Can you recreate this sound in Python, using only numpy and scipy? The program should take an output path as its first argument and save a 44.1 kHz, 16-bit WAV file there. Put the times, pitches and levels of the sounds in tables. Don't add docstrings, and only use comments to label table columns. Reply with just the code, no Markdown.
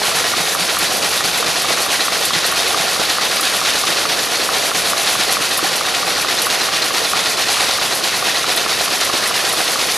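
import sys
import numpy as np
from scipy import signal
from scipy.fft import rfft, irfft, next_fast_len
from scipy.io import wavfile
from scipy.ndimage import map_coordinates

SR = 44100
rng = np.random.default_rng(int(sys.argv[2]) if len(sys.argv) > 2 else 0)


def wrap_up_sound(samples):
    columns = np.atleast_2d(samples).T
    tamed = np.clip(columns, -1, 1)
    steps = np.round(tamed * 32767).astype(np.int16)
    wavfile.write(sys.argv[1], SR, steps)


N = 439677


def amp(db):
    return np.exp(np.asarray(db) * (np.log(10) / 20))


def unit(x):
    return x / np.sqrt(np.mean(x ** 2) + 1e-20)


def along(points, hz):
    f, v = np.transpose(points)
    return np.interp(np.log(hz + 1), np.log(f + 1), v)


def curves(rows):
    s, *cols = np.transpose(rows)
    return [np.interp(np.arange(N) / SR, s, c) for c in cols]


def wobble(rate):
    at = np.arange(0, N + 32, 32)
    knots = rng.standard_normal(int(N * rate / SR) + 4)
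    return np.interp(np.arange(N), at, map_coordinates(knots, [at * rate / SR]))


def coloured(x, gain_db, size=8192):
    cepstrum = irfft(np.log(amp(gain_db(np.fft.rfftfreq(size, 1 / SR))) + 1e-6))
    cepstrum[1:size // 2] *= 2
    cepstrum[size // 2 + 1:] = 0
    response = irfft(np.exp(rfft(cepstrum)))[:size // 2]
    return signal.oaconvolve(x, response)[:N]


def ring(x, hz, width_hz):
    stage = np.concatenate(signal.iirpeak(hz, hz / width_hz, SR))
    return signal.sosfilt([stage, stage], x)


def add(track, s, sound):
    start = int(np.clip(round(s * SR), 0, N))
    track[start:start + len(sound)] += sound[:N - start]


def impacts(rate, spread_db):
    at = np.flatnonzero(rng.random(N) < rate / SR)
    size = rng.choice([-1, 1], len(at)) * amp(spread_db * rng.uniform(-0.73, 1, len(at)))
    return unit(np.bincount(at, size, N))


def clumps(rate, life, depth):
    starts = (rng.random(N) < rate / SR) * 1.0
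    power = signal.lfilter([1], [1, -np.exp(-1 / (life * SR))], starts)
    return unit(np.sqrt(1 + depth * power))


def blow(modes, detune, crack_db):
    t = np.arange(SR // 12) / SR
    ringing = np.zeros(len(t))
    for hz, db, t60 in modes:
        decay = amp(db + 1.3 * rng.normal() - 60 * t / t60)
        ringing += decay * np.sin(2 * np.pi * hz * (1 + detune * rng.normal()) * t)
    crack = amp(crack_db - 60 * t / .012) * ring(rng.standard_normal(len(t)), hz=1700, width_hz=2600)
    sound = ringing * (1 - np.exp(-t / .0004)) + crack
    return .4 * sound / sound[t < .01].std()


def rung(events, hz, spread, attack):
    out, t = np.zeros(N), np.arange(SR // 5) / SR
    for (s, db, t60), tone in zip(events, rng.uniform(-1, 1, len(events))):
        envelope = amp(db - 60 * t / t60) * (1 - np.exp(-t / attack))
        add(out, s, envelope * np.sin(2 * np.pi * hz * (1 + spread * tone) * t))
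    return out


# time in seconds, turns completed.
CRANK_TURNS = [(0, .45), (1.217, 6), (2.31, 11), (3.622, 17), (4.279, 20), (5.599, 26), (6.475, 30),
               (7.567, 35), (8.664, 40), (9.979, 46)]


def each_turn(share):
    s, turns = np.transpose(CRANK_TURNS)
    marks = np.arange(int(turns[-1])) + share
    return np.interp(marks[marks > turns[0]], turns, s)


SIZE_SCATTER_DB = 2.5


def falls(share, chance, db, scatter_s):
    times = each_turn(share)
    late, size, luck = rng.random((len(times), 3)).T
    when = times + scatter_s * (2 * late - 1)
    levels = db + SIZE_SCATTER_DB * (2 * size - 1)
    return [(s, level) for s, level, draw in zip(when, levels, luck) if draw < chance]


# centre in Hz, width in Hz, peak or hollow in dB.
TRAY_RESONANCES = [(463, 32, 3.5), (598, 48, -3), (665, 48, 1), (703, 640, 4), (910, 51, -6.5),
                   (1065, 71, 1), (1410, 76, 4), (1620, 70, -0.5), (1890, 53, 2), (2250, 190, 0),
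                   (2760, 79, -2.5), (3860, 160, 3), (4180, 120, 1.5), (4460, 110, 1.5), (6360, 150, 1.5)]


def tray_db(hz):
    return sum(db / (1 + (2 * (hz - centre) / width) ** 2) for centre, width, db in TRAY_RESONANCES)


# frequency in Hz, relative spectrum in dB per Hz.
DRIVE_SPECTRUM = [(20, -64), (32, -32), (50, -9), (72, -3), (120, -2.5), (175, 1.5), (230, -1.5),
                  (400, -3.5), (1500, -36.5)]


def drive():
    return amp(-38) * unit(coloured(rng.standard_normal(N), lambda hz: along(DRIVE_SPECTRUM, hz)))


# start in seconds, length in seconds, level in dB.
SPADE_THRUSTS = [(0, 0.18, -23.5), (2.55, 0.29, -26), (4.97, 0.25, -21), (7.442, 0.28, -21)]
# frequency in Hz, relative spectrum in dB per Hz.
SPADE_SPECTRUM = [(200, -19), (700, 1.5), (1400, -4.5), (2600, -0.5), (4500, -3), (7000, -10), (11000, -10),
                  (15000, -47)]


def spade():
    push = np.zeros(N)
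    for s, length, db in SPADE_THRUSTS:
        add(push, s, amp(db) * np.sin(np.linspace(0, np.pi, int(length * SR))))
    grit = impacts(5000, spread_db=-1) * clumps(rate=180, life=0.0066, depth=0.51)
    return push * unit(coloured(grit, lambda hz: along(SPADE_SPECTRUM, hz)))


# frequency in Hz, relative spectrum in dB per Hz.
SOIL_SPECTRUM = [(2000, -20), (6000, 2), (8000, -2.5), (9800, 1), (11200, -1), (12800, -6), (14000, -16),
                 (15000, -62)]


def soil(level_db, flow_db):
    grit = impacts(13000 * amp(flow_db), spread_db=1.5) * amp(0.69 * flow_db)
    grit *= clumps(rate=45, life=0.0078, depth=1.0)
    return amp(level_db + 2.17) * unit(coloured(grit, lambda hz: along(SOIL_SPECTRUM, hz)))


def chips(throw_db, rate, life, size=400):
    at = np.flatnonzero(rng.random(N) < rate * amp(throw_db) / SR)
    strength = amp(rng.uniform(-3, 3, (len(at), 1)))
    fade = np.exp(-np.arange(size) / (life * SR))
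    cracks = strength * rng.standard_normal((len(at), size)) * fade
    places = (at[:, None] + np.arange(size)).ravel()
    return unit(ring(np.bincount(places, cracks.ravel(), N)[:N], hz=3720, width_hz=5540))


def clinks(throw_db, rate, pitch_hz, spread, cycles, size=1200):
    at = np.flatnonzero(rng.random(N) < rate * amp(throw_db) / SR)
    tone, strength = rng.uniform(-1, 1, (2, len(at), 1))
    hz, t = pitch_hz * np.exp(spread * tone), np.arange(size) / SR
    rings = amp(4.0 * strength) * np.sin(2 * np.pi * hz * t) * np.exp(-t * hz / cycles)
    places = (at[:, None] + np.arange(size)).ravel()
    return unit(np.bincount(places, rings.ravel(), N)[:N])


# pitch in Hz, width of each stage in Hz, relative level in dB.
STONE_SIZES = [(1083, 1060, -8), (1860, 1250, -8), (2686, 1030, -6.5), (3515, 1130, -7), (4460, 1280, -6),
               (5510, 2140, -8.5)]


def stones(level_db, throw_db):
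    rate = 2600 * amp(throw_db)
    clicks = sum(amp(db) * unit(ring(impacts(rate, spread_db=2), hz, width)) for hz, width, db in STONE_SIZES)
    clicks = unit(clicks) * clumps(rate=55, life=.008, depth=.4)
    clicks += amp(-6.5) * chips(throw_db, rate=230, life=.0014)
    clicks += amp(-10) * clinks(throw_db, rate=200, pitch_hz=2455, spread=0.417, cycles=14.5)
    clicks += amp(-12.0) * clinks(throw_db, rate=85, pitch_hz=4330, spread=.22, cycles=95)
    return amp(level_db + 0.86) * unit(coloured(clicks * amp(0.42 * throw_db), tray_db))


def chatter(share, hz, width_hz, life, scatter_db=3, scatter_s=0.00352):
    t, out = np.arange(SR // 8) / SR, np.zeros(N)
    fade = np.exp(-t / life)
    times = each_turn(share)
    bursts = ring(rng.standard_normal((len(times), len(t))) * fade, hz, width_hz)
    scatter = rng.uniform(-0.998, 1, (len(times), 2))
    for when, burst, (late, size) in zip(times, bursts, scatter):
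        levelled = burst * np.linalg.norm(fade) / np.linalg.norm(burst)
        add(out, when + scatter_s * late, amp(scatter_db * size) * levelled)
    return out


# frequency in Hz, relative spectrum in dB per Hz.
FRAME_SPECTRUM = [(30, -46), (120, -15.5), (250, -7), (400, -1.5), (600, 1), (900, -6), (1400, -9),
                  (3000, -35)]
# share of a turn, level in dB, ring in Hz, width of each stage in Hz,
# chatter's decay in seconds.
FRAME_JOLTS = [(.1, -37.5, 145, 110, 0.015), (.12, -24, 1240, 452, 0.01), (.115, -29.5, 349, 170, 0.027),
               (.165, -31, 740, 260, 0.032), (.18, -39, 459.1, 50, 0.021), (.23, -25, 752, 170, 0.011),
               (.295, -20.5, 1600, 900, 0.005), (.32, -31, 715, 260, .009), (.49, -35, 458, 60, 0.027),
               (.535, -27.5, 350, 150, 0.0071), (.57, -27.5, 700, 260, 0.0049),
               (.555, -24.5, 1660, 1200, 0.018), (.555, -29, 1895, 80, 0.024), (.64, -33, 345, 160, 0.02),
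               (.62, -25, 1340, 400, 0.011), (.65, -23, 735, 190, 0.0074)]


def frame(level_db, throw_db):
    hits = impacts(1400, spread_db=6.5) * amp(0.062 * throw_db) * clumps(rate=32, life=0.026, depth=0.78)
    drumming = unit(coloured(hits, lambda hz: along(FRAME_SPECTRUM, hz) + tray_db(hz)))
    jolts = sum(amp(db) * chatter(share, hz, width, life) for share, db, hz, width, life in FRAME_JOLTS)
    return amp(level_db - 1.4) * drumming + jolts + boom()


# time in seconds, peak in dB, approximately.
CLOD_THUDS = [(.017, -11.5), (.082, -15), (1.256, -15), (1.703, -19), (2.707, -15), (2.774, -17),
              (2.8, -12), (3.017, -12), (4.555, -17), (5.202, -19), (5.299, -16), (5.648, -14),
              (7.491, -14), (7.694, -12), (7.844, -20), (7.93, -16), (8.502, -14), (8.81, -11),
              (9.603, -17), (9.687, -13)]
# pitch in Hz, relative level in dB, fall by 60 dB in seconds.
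WOOD_MODES = [(460, -12, .05), (560, -11, .03), (675, -4, .04), (750, 0, .046), (815, -6, .03),
              (1060, -8, .02)]


def clods():
    out = np.zeros(N)
    after_forward = falls(share=0.19, chance=.3, db=-17.5, scatter_s=0.01205)
    later = falls(share=.6, chance=.3, db=-22, scatter_s=.014)
    for s, db in CLOD_THUDS + after_forward + later:
        add(out, s, amp(db) * blow(WOOD_MODES, detune=0.029, crack_db=6))
    return out


# time in seconds, relative level in dB.
FRONT_SLAMS = [(0.367, -5), (0.594, -7), (0.813, -11), (1.023, -2), (1.239, -1), (1.461, -3), (1.685, -5),
               (1.903, -4.5), (2.334, 1), (2.561, -12), (2.999, -6.5), (3.211, -4), (3.43, -2), (3.649, 0),
               (3.869, 0.5), (4.09, -4.5), (4.301, -8.0), (4.528, -14), (4.747, -1), (6.287, -8.0),
               (6.501, -1.5), (6.94, -6.0), (7.167, -3), (7.377, -9), (7.601, -8), (7.824, -11),
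               (8.038, -1.5), (8.254, -10), (8.466, -5), (8.693, -4), (8.912, -9.5), (9.14, -10),
               (9.341, 0), (9.793, -7)]
# time in seconds, relative slam level in dB, relative ping level in dB.
RETURN_THROWS = [(0.03, -6, -24.0), (0.254, -10, -33.0), (0.473, -6.0, -29.0), (0.692, -3.5, -33.0),
                 (0.908, -7.5, -33.0), (1.129, -2, -28.0), (1.347, -3, -29.0), (1.565, -3.5, -25.5),
                 (1.788, -7.5, -27.0), (2.005, 0, -19.0), (2.224, -3, -29.0), (2.444, -6.5, -23),
                 (2.664, -6, -26.5), (2.88, -4, -24.0), (3.098, -0.5, -21.5), (3.313, -2.0, -32.0),
                 (3.539, -6, -27.0), (3.755, -4.5, -23.0), (3.97, -2, -25.0), (4.189, -3, -25.5),
                 (4.414, -6, -20), (4.634, -7, -25.5), (4.854, -4.0, -25.0), (5.074, -1.5, -20),
                 (5.292, -9, -19), (5.511, -3.0, -23.0), (5.729, -2, -27.0), (5.948, 1, -25.0),
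                 (6.168, -7, -21.0), (6.386, -4, -18), (6.609, -5, -20), (6.822, -3, -19), (7.045, -3, -19),
                 (7.258, 0, -24.0), (7.484, -3, -20), (7.706, -4, -26.5), (7.924, -6, -21.0),
                 (8.142, -8, -20), (8.355, -4.5, -19), (8.575, 0, -21.5), (8.8, -3.0, -19),
                 (9.012, 0.5, -20.0), (9.237, -3, -20), (9.45, -1, -33.0), (9.679, -1, -24.0),
                 (9.899, -1.5, -29.0)]


def slams():
    force, t = np.zeros(N), np.arange(SR // 8) / SR
    fall = .8 * amp(-60 * t / .045) + .5 * amp(-60 * t / .15)
    for s, db, *_ in FRONT_SLAMS + RETURN_THROWS:
        add(force, s, amp(db) * fall)
    volley = ring(force * rng.standard_normal(N), hz=3570, width_hz=4000)
    return amp(-8.5) * coloured(volley, tray_db)


# pitch in Hz, relative level in dB, fall by 60 dB in seconds.
MESH_MODES = [(4135, 5, .085), (4270, -5, .05), (4440, -3, .06)]


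def mesh():
    out = np.zeros(N)
    for hz, db, t60 in MESH_MODES:
        pings = [(s, ping_db, t60) for s, _, ping_db in RETURN_THROWS]
        out += amp(db) * rung(pings, hz, spread=.007, attack=.0005)
    return out


# time in seconds, relative level in dB.
LOUD_PEBBLES = [(0.7871, -9), (2.252, -8), (2.4623, -9), (3.408, -9), (5.3248, -9), (5.574, -8.5),
                (6.4181, -8), (8.5614, -10), (9.273, -11), (9.5266, -10)]
# frequency in Hz, filter gain in dB.
TICK_SPECTRUM = [(2000, -30), (6000, -12), (8000, -3.5), (10500, 4.5), (12500, -1), (15000, -23)]
PEBBLES_AT = .82


def pebbles():
    out, t = np.zeros(N), np.arange(SR // 10) / SR
    for s, db in LOUD_PEBBLES + falls(PEBBLES_AT, chance=.35, db=-13.5, scatter_s=0.026):
        add(out, s, amp(db - 3 - 60 * t / .08) * rng.standard_normal(len(t)))
    return coloured(out, lambda hz: along(TICK_SPECTRUM, hz))


# time in seconds, relative peak in dB, brightness in dB before scaling.
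LINKAGE_KNOCKS = [(0.116, -14, 4.0), (0.336, -9.5, 1.0), (0.55, -11, -4), (0.769, -11.0, -2),
                  (1.207, -12, -0.5), (1.427, -10.5, 1.0), (1.645, -11.5, 1), (1.864, -14.5, -3),
                  (2.082, -12.0, -3.0), (2.307, -10.5, 3), (2.524, -10.5, 0), (2.745, -9.0, -1.0),
                  (2.962, -12.5, 1.5), (3.184, -10, 6), (3.396, -12, 3), (3.615, -12, -5),
                  (3.837, -9.5, -5), (4.054, -10, 0), (4.27, -19.5, -3.0), (4.49, -10, -7),
                  (4.715, -11.5, 6), (4.933, -9.5, -0.5), (5.154, -13.5, 0.0), (5.369, -10.5, -2),
                  (5.592, -11, -3), (5.81, -11, 0.0), (6.03, -11.5, 0.0), (6.247, -12, -2.0),
                  (6.468, -10.5, 1.5), (6.687, -12, -1.5), (6.906, -13, -10), (7.134, -8, -4.0),
                  (7.57, -12.0, 2), (7.785, -12.5, 1), (8.008, -15, 2.0), (8.225, -11.5, -4),
                  (8.442, -12.5, 0), (8.662, -11, -4), (8.879, -12, 1), (9.098, -12, -2.5),
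                  (9.311, -13, 0.5), (9.535, -15.5, -1.0), (9.758, -11.5, 0.5)]
# pitch in Hz, relative level in dB, fall by 60 dB in seconds.
LINKAGE_MODES = [(775, -8.5, .06), (1165, -2, .05), (1235, -1, .042), (1300, -5, .034), (1390, -5, .034),
                 (1660, -9, .025)]
KNOCK_DETUNE = .013
KNOCK_PIVOT_HZ, KNOCK_SPAN_HZ = 1270, 130


def linkage():
    out = np.zeros(N)
    for s, db, bright_db in LINKAGE_KNOCKS:
        modes = []
        for hz, level, t60 in LINKAGE_MODES:
            tilt = np.tanh((hz - KNOCK_PIVOT_HZ) / KNOCK_SPAN_HZ)
            modes.append((hz, level + .6 * bright_db * tilt, t60))
        add(out, s, amp(db + 0.3) * blow(modes, KNOCK_DETUNE, crack_db=4.0))
    return out


# time in seconds, level in dB, fall by 60 dB in seconds.
TRAY_BOOMS = [(.165, -23, 0.16), (.402, -18, .07), (.44, -29, .08), (.612, -24.5, .2), (.828, -27, .15),
              (1.05, -31, .12), (1.282, -25, 0.13), (1.486, -25, .17), (1.715, -25, .12), (2.195, -27, .12),
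              (2.362, -22, .11), (2.544, -28, .08), (2.8, -19, 0.097), (3.29, -29, .1), (3.9, -27, .12),
              (4.767, -25, .1), (5.63, -29, 0.078)]
# time in seconds, relative level in dB.
STAND_BUMPS = [(.825, -20), (2.354, -21), (2.756, -26), (2.998, -18), (3.102, -22), (3.234, -26),
               (3.889, -20), (5.193, -19), (5.628, -18), (8.612, -24), (8.924, -24), (9.139, -16)]
# pitch in Hz, relative level in dB, fall by 60 dB in seconds.
STAND_MODES = [(270, -7, .04), (335, 0, .06), (380, -3, .05), (460, -5, .05)]


def boom():
    out = rung(TRAY_BOOMS, hz=172, spread=.05, attack=0.0027)
    for s, db in STAND_BUMPS:
        add(out, s, amp(db + 2.5) * blow(STAND_MODES, detune=.04, crack_db=-5))
    return out


# frequency in Hz, gain in dB.
DIFFUSE_GAIN = [(40, -7.5), (150, -11.5), (600, -14), (900, -10), (1600, -21.5), (4500, -21.5), (7000, -20),
                (8500, -13), (10000, -11), (12500, -16)]


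def garden(x):
    t = np.arange(SR // 3) / SR
    tail = rng.standard_normal(len(t)) * amp(-60 * t / 0.13) * (t > .012)
    reflected = signal.oaconvolve(x, tail / np.linalg.norm(tail))[:N]
    echo = coloured(reflected, lambda hz: along(DIFFUSE_GAIN, hz))
    return np.array([x + echo, x - echo])


# share of a turn, stones' rattle in dB and fine soil in dB, both before scaling.
STROKE_SHAPE = [(.02, -4, -3), (.114, -3, -2.5), (.135, -.3, -2), (.19, 1.92, 0.5), (.27, 0.71, 0.88),
                (.33, 1.67, 1.73), (.47, -2.5, -1.2), (.57, -0.9, -1.2), (.62, -0.77, -0.77),
                (.71, -0.14, 1.1), (.77, -0.73, 1.8), (.87, -0.83, 1.06), (.94, -1.93, -0.4)]
# time in seconds, relative level in dB.
DRUMMING_LEVEL = [(0, -26), (.8, -27), (1.4, -25), (2.3, -28), (2.8, -25), (3.5, -28.5), (4.5, -25),
                  (5.4, -28), (6.4, -26.5), (7.6, -26.5), (8.1, -26.5), (9.97, -25.5)]
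# time in seconds, relative level in dB.
FINES_LEVEL = [(0, -27), (2.7, -27), (3.9, -28), (5.0, -26.5), (6.0, -29.5), (7.4, -27), (8.2, -28.5),
               (9.97, -27)]
STONES_DB = -20
UNEVEN_DB, UNEVEN_RATE = 0.45, 4


def scene():
    turns, = curves(CRANK_TURNS)
    share, *stroke = np.transpose(STROKE_SHAPE)
    position = turns + .003 * wobble(6)
    throw_db, flow_db = [np.interp(position, share, column, period=1) for column in stroke]
    levels_db = curves(DRUMMING_LEVEL)[0], STONES_DB, curves(FINES_LEVEL)[0]
    frame_db, stones_db, soil_db = [db + UNEVEN_DB * wobble(UNEVEN_RATE) for db in levels_db]
    machine = drive() + frame(frame_db, throw_db) + linkage()
    load = soil(soil_db, flow_db) + stones(stones_db, throw_db) + clods() + slams() + mesh() + pebbles()
    return garden(machine + load + spade())


# frequency in Hz, left channel's lead in radians.
PAIR_LEAD = [(30, -.4), (130, -1.05), (260, -1.25), (600, -.85), (900, -.38), (1400, 0)]
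# frequency in Hz, left over right in dB.
PAIR_TILT = [(50, -1.3), (200, -1.8), (330, -3), (600, -3), (780, -4.2), (1000, -2), (1400, 0)]
HEADROOM = .8
TOP_HZ = 14700


def record(dry):
    rounded = dry / (1 + (dry / HEADROOM) ** 6) ** (1 / 6)
    m = next_fast_len(N + 8192)
    hz = np.fft.rfftfreq(m, 1 / SR)
    half = amp(along(PAIR_TILT, hz) / 2) * np.exp(1j * along(PAIR_LEAD, hz) / 2)
    low_cut = hz ** 2 / (hz ** 2 + 30 ** 2)
    spectrum = rfft(rounded, m) * np.array([half, 1 / half])
    return irfft(spectrum * low_cut * (hz < TOP_HZ), m)[:, :N]


dry = scene()
out = record(dry)
wrap_up_sound(out)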